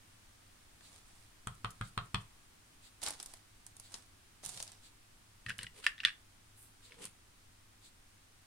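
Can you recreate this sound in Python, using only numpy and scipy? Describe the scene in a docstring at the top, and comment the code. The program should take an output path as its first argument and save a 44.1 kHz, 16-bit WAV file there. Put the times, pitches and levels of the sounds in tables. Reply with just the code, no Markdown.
"""A table in a small, quiet room. A wooden letter stamp is dabbed five times on an ink pad,
knocking the pad's plastic case and thumping the table. Its sticky rubber snaps and crackles as it
is set on a paper strip, rocked and peeled off. The stamp clatters back among the others in their
wooden box, and a hand takes hold of the box. Behind it all are a faint clock, a hiss and a low hum."""
import sys
import numpy as np
from scipy import signal
from scipy.fft import rfft, irfft, next_fast_len
from scipy.io import wavfile

SR = 44100
rng = np.random.default_rng(int(sys.argv[2]) if len(sys.argv) > 2 else 0)


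def dump(signal):
    """Clip the signal to [-1, 1] and save it as 16-bit WAV at the path in sys.argv[1]."""
    limited = np.clip(np.atleast_2d(signal).T, -1, 1)
    pcm = np.round(limited * 32767).astype(np.int16)
    wavfile.write(sys.argv[1], SR, pcm)


N = 373394
RING_S = 0.3  # room left for each knock to die away

# The stamp hitting the ink pad: start_s, knock_db, thump_db, edge_db, tick_db, pitch_hz
# (the case follows pitch_hz only about halfway from the average)
DABS = [(1.471, -29.5, -34.5, -33.5, -37.5, 1206), (1.645, -25, -35.5, -29.5, -50, 1210),
        (1.811, -28, -32, -36, -47.5, 1490), (1.976, -24, -32, -27.5, -46, 1160),
        (2.144, -26, -29, -19.5, -39, 1050)]
# Fingers and stamp sliding on paper: start_s, rise_s, hold_s, hiss_db, crackle_db, dull_db
PAPER_RUBS = [(0.803, .1, 0.062, -64, -65, -68.5), (0.997, 0.08, 0.16, -70.5, -73, -76),
              (3.007, 0.025, 0.0074, -42, -43, -48.5), (3.059, 0.013, 0.021, -51, -46, -49),
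              (3.173, 0.016, 0.16, -64, -63.5, -68), (3.862, 0.063, 0.046, -57.5, -59.5, -61.5),
              (4.419, 0.02, 0.17, -52.5, -54, -62.5), (4.629, 0.022, 0.087, -68, -63.5, -68)]
# Noise colours, or how strong a noise is from low to high: pitch_hz, level_db
TICK_COLOUR = [(1500, -35), (3500, -15.5), (5000, -11), (6000, -7.5), (7500, 6), (9200, 6.5), (11000, -6.5),
               (15500, -25)]  # two things first touching
CLATTER_COLOUR = [(300, -28), (850, -16.5), (1200, -5), (1800, -2), (3000, 1.5), (4000, -2.5), (5000, -5),
                  (6000, -12.5), (10000, -37)]  # struck wood
SNAP_COLOUR = [(2500, -35), (5000, -10), (7000, -1.5), (9300, 3.5), (11000, -6.5), (15500, -24)]  # something sticky letting go
CRACKLE_COLOUR = [(800, -5.5), (1800, -11.5), (3000, 2.5), (4500, 6), (6200, 3), (8000, -2.5), (12000, -28)]  # the crisp sound of paper
DULL_PAPER_COLOUR = [(60, -20), (250, -5.5), (500, -1), (750, 4), (1200, -1.5), (2000, -1.5), (4000, -16),
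                     (9000, -43)]  # the soft, low sound of paper
# How alike left and right sound (1 is the same): pitch_hz, likeness
NEAR_LIKENESS = [(150, 1), (500, 0.29), (1200, .8), (3000, 0.12), (6000, 0.15), (12000, 0.083)]  # things on the table
FAR_LIKENESS = [(100, 0.98), (200, 0.6), (400, 0), (1000, 0), (3000, 0.02), (10000, 0)]  # sound from around the room


def ink_pad():
    """Each dab rings the pad's case and the stamp's handle; rubber ticks as it lands, ink fizzes after."""
    # The notes of the plastic case and of the wooden handle: pitch_hz, level_db, fade_s
    case_notes = [(470, -12, 0.034), (602, -19, 0.049), (730, -6.5, 0.023), (1102, -3.5, 0.031),
                  (1203, -3.5, 0.043), (1291, 3, 0.023), (1452, -12.5, 0.067), (1900, -5.5, 0.022)]
    handle_notes = [(2490, -1, 0.011), (2640, -12, 0.018), (3270, -1, 0.014), (3587, -6, 0.02),
                    (4190, -1, 0.008)]
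    # Wet ink parting as the stamp lifts: start_s, level_db, length_s
    peels = [(1.542, -64.5, .018), (1.703, -59, 0.017), (1.866, -64.5, 0.034), (2.047, -68, .02),
             (2.202, -65, 0.026)]
    knocks, rubber = np.zeros((2, 2, N))
    average_hz = np.mean([dab[-1] for dab in DABS])
    for start_s, knock_db, _, edge_db, tick_db, pitch_hz in DABS:
        tune = (pitch_hz / average_hz) ** .5
        case = ring(case_notes, rise_s=0.00043, tune=tune, spread=.65, scatter=0.019)
        handle = ring(handle_notes, rise_s=0.00082, spread=.65, scatter=0.031)
        crack = amp(-13.5) * burst(CLATTER_COLOUR, fade_s=0.019, rise_s=0.00079)
        tick = burst(TICK_COLOUR, fade_s=0.011, rise_s=0.00069)
        add(knocks, start_s + 0.00066, amp(knock_db) * case + amp(edge_db) * (handle + crack), pan_db=.5)
        add(rubber, start_s, amp(tick_db) * tick, pan_db=-7.5)
    for start_s, level_db, length_s in peels:
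        size = int(length_s * SR)
        ink_threads = unit(amp(3.3 * waver(1220, SR)[:size])) * signal.windows.tukey(size, .6)
        fizz = ink_threads * noise(SNAP_COLOUR, NEAR_LIKENESS, SR)[:, :size]
        add(rubber, start_s, amp(level_db) * fizz, pan_db=-8)
    return room(knocks, wet_db=-7, early_db=-6, echo_s=0.0099) + room(rubber, wet_db=-13, early_db=-12)


def table_top():
    """The table booms under each dab and nudge; a nudge also sounds the hollow of the box."""
    # The low notes of the table and of the hollow box: pitch_hz, level_db, fade_s
    table_notes = [(45, -3, 0.21), (58, -11.5, .11), (102.2, -1.5, 0.23), (116, 3, 0.2), (150, -8, 0.29),
                   (179, -5.5, 0.2), (199, -11.5, 0.28), (300, -21, 0.08)]
    hollow_notes = [(185, -0.5, .13), (201, -1, 0.11), (286, -4, 0.083), (482.5, -6, 0.058)]
    # Hands and box nudging the table: start_s, table_db, hollow_db, push_s
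    nudges = [(3.06, -59, -68, .004), (4.441, -52, -72, .025), (4.53, -54, -75, .025),
              (5.46, -43.5, -78, .004), (5.493, -47, -62, 0.0026), (5.586, -51.5, -56, 0.0029),
              (5.631, -46.5, -60, 0.0031), (6.051, -53.5, -53.5, 0.0023), (7.044, -60, -51, .004)]
    out = np.zeros((2, N))
    for start_s, _, thump_db, *_ in DABS:
        thump = ring(table_notes, rise_s=0.0021, spread=0.11, scatter=0.052)
        add(out, start_s - .0015, amp(thump_db) * thump)
    for start_s, table_db, hollow_db, push_s in nudges:
        add(out, start_s, amp(table_db) * ring(table_notes, push_s, spread=0.071, scatter=0.045))
        add(out, start_s, amp(hollow_db) * ring(hollow_notes, push_s, spread=0.18, scatter=0.043))
    return out


def stamp_box():
    """Wooden stamps knock together in the box; some rock to rest in four ever weaker bounces."""
    # Wood hitting wood: start_s, box_db, block_db, tick_db, pitch_hz, pan_db
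    clacks = [(5.463, -32.5, -31.5, -50, 2600, 1), (5.4847, -37, -53, -63, 2420, -3),
              (5.491, -35.5, -42, -49, 3000, -3), (5.5035, -30.5, -43, -57, 2930, 1),
              (5.5895, -38, -29.5, -46, 2950, 3), (5.6442, -41, -45.5, -61, 3280, 0),
              (5.6313, -42, -37.5, -37, 4240, 0.5), (5.6668, -39.5, -34.5, -63, 2890, 2),
              (5.8651, -15.5, -12.5, -31, 2650, 0), (6.0025, -41.5, -27, -60, 2710, 2),
              (6.0338, -37, -37.5, -57, 2460, -6), (6.0385, -32, -31, -62.5, 2500, 0),
              (6.0499, -20, -9.5, -34.5, 3480, -2), (6.057, -35, -21.5, -57, 2920, 6.5),
              (6.9207, -67, -41, -70, 2230, 2)]
    # A loose stamp rocking: start_s, first_db, gap_s, pitch_hz
    rattles = [(5.4952, -30.5, .0078, 2600), (5.6106, -43, 0.0084, 2820), (5.873, -31, .009, 2600),
               (5.98, -43, .0085, 3570), (6.0724, -26, 0.01, 2620)]
    out = np.zeros((2, N))
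    for start_s, *blow, pan_db in clacks:
        add(out, start_s, clack(*blow), pan_db)
    for start_s, first_db, gap_s, pitch_hz in rattles:
        for k in range(4):
            level_db = first_db - 4 * k
            bounce_hz = pitch_hz * (1 + .08 * rng.uniform(-1.2, 1))
            bounce = clack(box_db=level_db - 2.5, block_db=level_db, tick_db=level_db - 28, hz=bounce_hz)
            add(out, start_s + k * gap_s, bounce, pan_db=3)
    thinned = cut_lows(cut_lows(out, hz=1090), hz=960)  # small things give off little low sound
    return room(thinned, wet_db=-13, early_db=-18.5)


def clack(box_db, block_db, tick_db, hz):
    """One wooden block strikes another: it rings briefly at its own pitch and shakes the box."""
    # The notes of the box and of the block: pitch_hz, level_db, fade_s
    box_notes = [(1220, -15, .018), (1530, -6, .018), (1796, 5.5, 0.023), (2400, -7, .022),
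                 (5170, -10.5, 0.011)]
    block_notes = [(hz * 0.876, -8, .006), (hz, 0, .01), (hz * 1.124, -7, .007), (hz * 1.7, -15, .005)]
    # Hard blows ring the box at a nearly steady pitch; light ones vary more in pitch.
    scatter = .015 if box_db > -25 else .11
    box = ring(box_notes, rise_s=0.00037, spread=.2, scatter=scatter)
    block = ring(block_notes, rise_s=0.00043, spread=.2)
    crack = amp(-16.5) * burst(CLATTER_COLOUR, fade_s=0.045, rise_s=.0004)
    tick = burst(TICK_COLOUR, fade_s=0.016, rise_s=0.00027)
    return amp(box_db) * box + amp(block_db) * (block + crack) + amp(tick_db) * tick


def sticky_rubber(strays_per_s=35):
    """Inked rubber bumps onto the paper, grips and lets go in snaps; sliding adds small stray ones."""
    # Sticky rubber or a fingertip letting go: start_s, level_db, pan_db
    snaps = [(1.705, -46.5, -2), (3.036, -34, -10), (3.0838, -32, -4), (3.1062, -34.5, 1),
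             (3.1996, -44, -6), (3.2279, -37, 1), (3.2598, -38.5, 0), (3.3373, -43.5, -3),
             (3.6653, -44.5, -4), (3.7668, -46, -3), (3.7982, -42.5, -5), (4.4513, -40, -14),
             (4.4607, -32.5, -4), (4.492, -41, -12), (4.626, -33.5, -2), (4.7183, -48, -5),
             (5.495, -43, -10), (5.5822, -43.5, -3), (7.0531, -37, -1)]
    # Stamp or finger landing on the paper: start_s, crackle_db, dull_db
    bumps = [(0.8079, -61, -57), (3.0176, -47, -66), (3.0632, -32, -47), (3.0735, -38, -42),
             (3.2006, -42.5, -52), (3.3379, -57, -56), (3.9416, -37.5, -55), (4.4354, -55, -51.5),
             (4.5744, -41, -55), (4.6019, -37.5, -49.5), (4.677, -47, -70)]
    out = np.zeros((2, N))
    strays = []
    for start_s, rise_s, hold_s, hiss_db, *_ in PAPER_RUBS:
        count = round(strays_per_s * hold_s)
        for when, strength, side in rng.uniform(-1.3, 1, (40, 3))[:count]:
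            stray_s = start_s + rise_s + hold_s * (when + 1) / 2
            strays.append((stray_s, hiss_db + 2 + 4 * strength, 6 * side - 3))
    for start_s, level_db, pan_db in snaps + strays:
        add(out, start_s, paper_touch(level_db, crackle_db=level_db - 11.5, dull_db=level_db - 20), pan_db)
    for start_s, crackle_db, dull_db in bumps:
        add(out, start_s, paper_touch(crackle_db - 3.5, crackle_db, dull_db), pan_db=3)
    return room(out, wet_db=-11.5, early_db=-12.5)


def paper_touch(snap_db, crackle_db, dull_db):
    """A bright snap, which the paper answers with a crackle and a dull tap."""
    return (amp(snap_db) * burst(SNAP_COLOUR, fade_s=0.014, rise_s=0.00037)
            + amp(crackle_db) * burst(CRACKLE_COLOUR, fade_s=0.026, rise_s=0.00015)
            + amp(dull_db) * burst(DULL_PAPER_COLOUR, fade_s=0.037, rise_s=0.00021))


def hands():
    """Hands and stamp rub over the paper, a little to the right, and over the box, in the middle."""
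    # The stamp sliding home, then a hand on the box: start_s, rise_s, hold_s, hiss_db, wood_db, drag_db
    box_rubs = [(5.46, .025, 0.022, -63, -53, -65.5), (5.58, 0.011, 0.045, -62, -54.5, -67),
                (5.72, 0.061, 0.012, -58.5, -58, -60), (5.815, 0.027, 0.011, -53, -46, -62),
                (6.84, 0.072, 0.033, -72, -64, -70.5), (6.95, 0.049, .025, -63, -63, -57),
                (6.985, .055, .012, -52.5, -54, -66)]
    # The hand brushing past the box: start_s, rise_s, hold_s, level_db
    skin_strokes = [(6.53, .06, .05, -61)]
    # The noise of the box dragging on the table, and of dry skin: pitch_hz, level_db
    drag_colour = [(80, -11.5), (190, -2), (310, -9), (380, 0), (450, 6), (520, 4), (620, -15), (1000, -5),
                   (2000, -32), (6000, -43.5)]
    skin_colour = [(5000, -36), (7500, -5), (9500, 1), (11500, -5), (15500, -14)]
    paper_colours = [SNAP_COLOUR, CRACKLE_COLOUR, DULL_PAPER_COLOUR]
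    box_colours = [SNAP_COLOUR, CLATTER_COLOUR, drag_colour]
    paper = rubbing(PAPER_RUBS, paper_colours, fade_s=0.28, rough_db=4, catches_per_s=600)
    box = rubbing(box_rubs, box_colours, fade_s=0.16, rough_db=4, catches_per_s=310)
    skin = rubbing(skin_strokes, [skin_colour], fade_s=0.35, rough_db=3, catches_per_s=900)
    return room(paper * amp([[-3.5], [0]]) + box + skin, wet_db=-19, early_db=-10.5)


def rubbing(strokes, colours, fade_s, rough_db, catches_per_s):
    """Each stroke swells, holds and dies away; the surfaces catch unevenly, making it rough."""
    out = np.zeros((2, N))
    t = np.arange(SR) / SR
    for start_s, rise_s, hold_s, *levels in strokes:
        swell = np.minimum(t / rise_s, 1) ** 2
        fade = amp(-60 * np.maximum(t - rise_s - hold_s, 0) / fade_s)
        catches = unit(amp(rough_db * waver(catches_per_s, SR)))
        hiss = sum(amp(db) * noise(colour, NEAR_LIKENESS, SR) for db, colour in zip(levels, colours))
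        add(out, start_s, swell * fade * catches * hiss)
    return out


def clock(first_s=0.859, width_s=0.034, level_db=-59.5):
    """A far clock steps once a second, blurred by the room into a soft puff of noise."""
    # The thin sound of the clock's tick: pitch_hz, level_db
    clock_colour = [(1500, -21), (3000, -11), (3900, -5), (4700, -7.5), (5600, -17), (7800, -7),
                    (9500, -13.5), (12000, -25)]
    from_tick_s = (np.arange(N) / SR - first_s + .5) % 1 - .5
    pulses = np.exp(-(from_tick_s / width_s) ** 2)
    return amp(level_db) * pulses * noise(clock_colour, FAR_LIKENESS, next_fast_len(N))[:, :N]


def room_tone(air_db=-61.5, fall_db_per_s=0.2039, hum_hz=103, hum_db=-76):
    """Rumble and hiss that slowly get quieter, and a low hum that wavers in level and pitch."""
    # The rumble and hiss of the room: pitch_hz, level_db
    air_colour = [(20, 0), (42, -5.5), (60, -10), (100, -5.5), (135, -15), (280, -13.5), (480, -21.5),
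                  (1200, -18.5), (1900, -20), (4000, -22.5), (7000, -24.5), (9400, -22.5), (11200, -30),
                  (15800, -33.5)]
    t = np.arange(N) / SR
    air = amp(air_db - fall_db_per_s * t) * noise(air_colour, FAR_LIKENESS, next_fast_len(N))[:, :N]
    hum_gain = amp(hum_db + 4.4 * waver(8.3, N)) * np.sqrt(2)
    pitch_hz = hum_hz + 3 * waver(11, N)
    return air + hum_gain * np.sin(2 * np.pi * np.cumsum(pitch_hz) / SR)


def room(sound, wet_db, early_db, echo_s=0.0074):
    """Adds quick echoes off nearby things (early_db) and a short tail (wet_db); both keep shifting."""
    # How long the room rings: pitch_hz, fade_s
    room_fades = [(100, 0.23), (500, 0.28), (1200, 0.24), (3000, 0.21), (6000, 0.17), (12000, 0.23)]
    size = SR // 2
    t = np.arange(size) / SR
    out = sound.copy()
    for k in range(3):  # three sets of echoes take turns, as when hands move about
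        white = noise([(20, 0), (20000, 0)], FAR_LIKENESS, size)
        hz, times, bands = signal.stft(white, SR, nperseg=256)
        fade = amp(-60 * times / value_at(room_fades, hz)[:, None])
        tail = signal.istft(bands * fade, SR, nperseg=256)[1][:, :size]
        tail *= np.clip((t - .004) / .006, 0, 1)
        early = np.roll(tail, -SR // 50, axis=1) * np.exp(-((t - echo_s) / .003) ** 2)
        echoes = amp(wet_db) * unit(tail) + amp(early_db) * unit(early)
        share = np.sqrt(2 / 3) * np.cos(2 * np.pi * (3.1 * np.arange(N) / SR + k / 3))
        out += signal.fftconvolve(sound * share, echoes / np.sqrt(size), axes=1)[:, :N]
    return out


def ring(notes, rise_s, tune=1, spread=0, scatter=0):
    """A struck thing rings with several notes, each falling 60 dB in its fade_s."""
    t = np.arange(int(RING_S * SR)) / SR
    out = 0
    for k, (hz, level_db, fade_s) in enumerate(notes):
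        shift = spread * (-1) ** k * np.array([[1], [-1]])  # puts left and right out of step, in radians
        pitch_hz = hz * tune * (1 + scatter * rng.uniform(-1.3, 1))  # a little different at each blow
        out = out - amp(level_db - 60 * t / fade_s) * np.sin(2 * np.pi * pitch_hz * t + shift)
    out = out * (1 - np.exp(-(t / rise_s) ** 2))
    return out / abs(out).max()


def burst(colour, fade_s, rise_s):
    """Countless close notes dying together make a short crack of noise."""
    t = np.arange(int(RING_S * SR)) / SR
    shape = amp(-60 * t / fade_s) * (1 - np.exp(-(t / rise_s) ** 2))
    return noise(colour, NEAR_LIKENESS, len(t)) * shape / shape.max()


def noise(colour, likeness, size):
    """Noise of a given colour, partly alike on the left and right."""
    hz = np.fft.rfftfreq(size, 1 / SR)
    left, other = rfft(rng.standard_normal((2, size)))
    alike = np.clip(value_at(likeness, hz), -1, 1)
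    right = alike * left + np.sqrt(1 - alike ** 2) * other
    return unit(irfft(np.array([left, right]) * amp(value_at(colour, hz)), size))


def waver(per_s, size):
    """A random wobble that glides through per_s new values a second."""
    steps = np.arange(size) * per_s / SR
    return np.interp(steps, np.arange(size), rng.standard_normal(size))


def cut_lows(sound, hz):
    """Turns down everything below hz."""
    return signal.sosfilt(signal.butter(4, hz, "highpass", fs=SR, output="sos"), sound)


def add(mix, start_s, sound, pan_db=0):
    """Mixes a sound in at start_s; a pan_db above zero moves it left."""
    part = mix[:, round(start_s * SR):][:, :sound.shape[-1]]
    part += (sound * amp([[pan_db / 2], [-pan_db / 2]]))[:, :part.shape[1]]


def value_at(table, hz):
    """Looks up a table at any pitch, gliding between its rows."""
    pitches, values = np.transpose(table)
    return np.interp(np.log(hz + 1), np.log(pitches + 1), values)


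def amp(db):
    """Turns decibels into a number to multiply by."""
    return 10 ** (np.asarray(db) / 20)


def unit(sound):
    """Scales a sound to an average strength (rms) of 1."""
    return sound / np.sqrt(np.mean(sound ** 2) + 1e-20)


def scene():
    """Everything on and around the table."""
    return ink_pad() + table_top() + stamp_box() + sticky_rubber() + hands() + clock() + room_tone()


def record(dry, top_hz=15900):
    """Cuts off the very highest sounds."""
    low_pass = signal.firwin(511, top_hz, window=("kaiser", 9), fs=SR)
    return signal.oaconvolve(dry, low_pass[None], "same")


dry = scene()
out = record(dry)
dump(out)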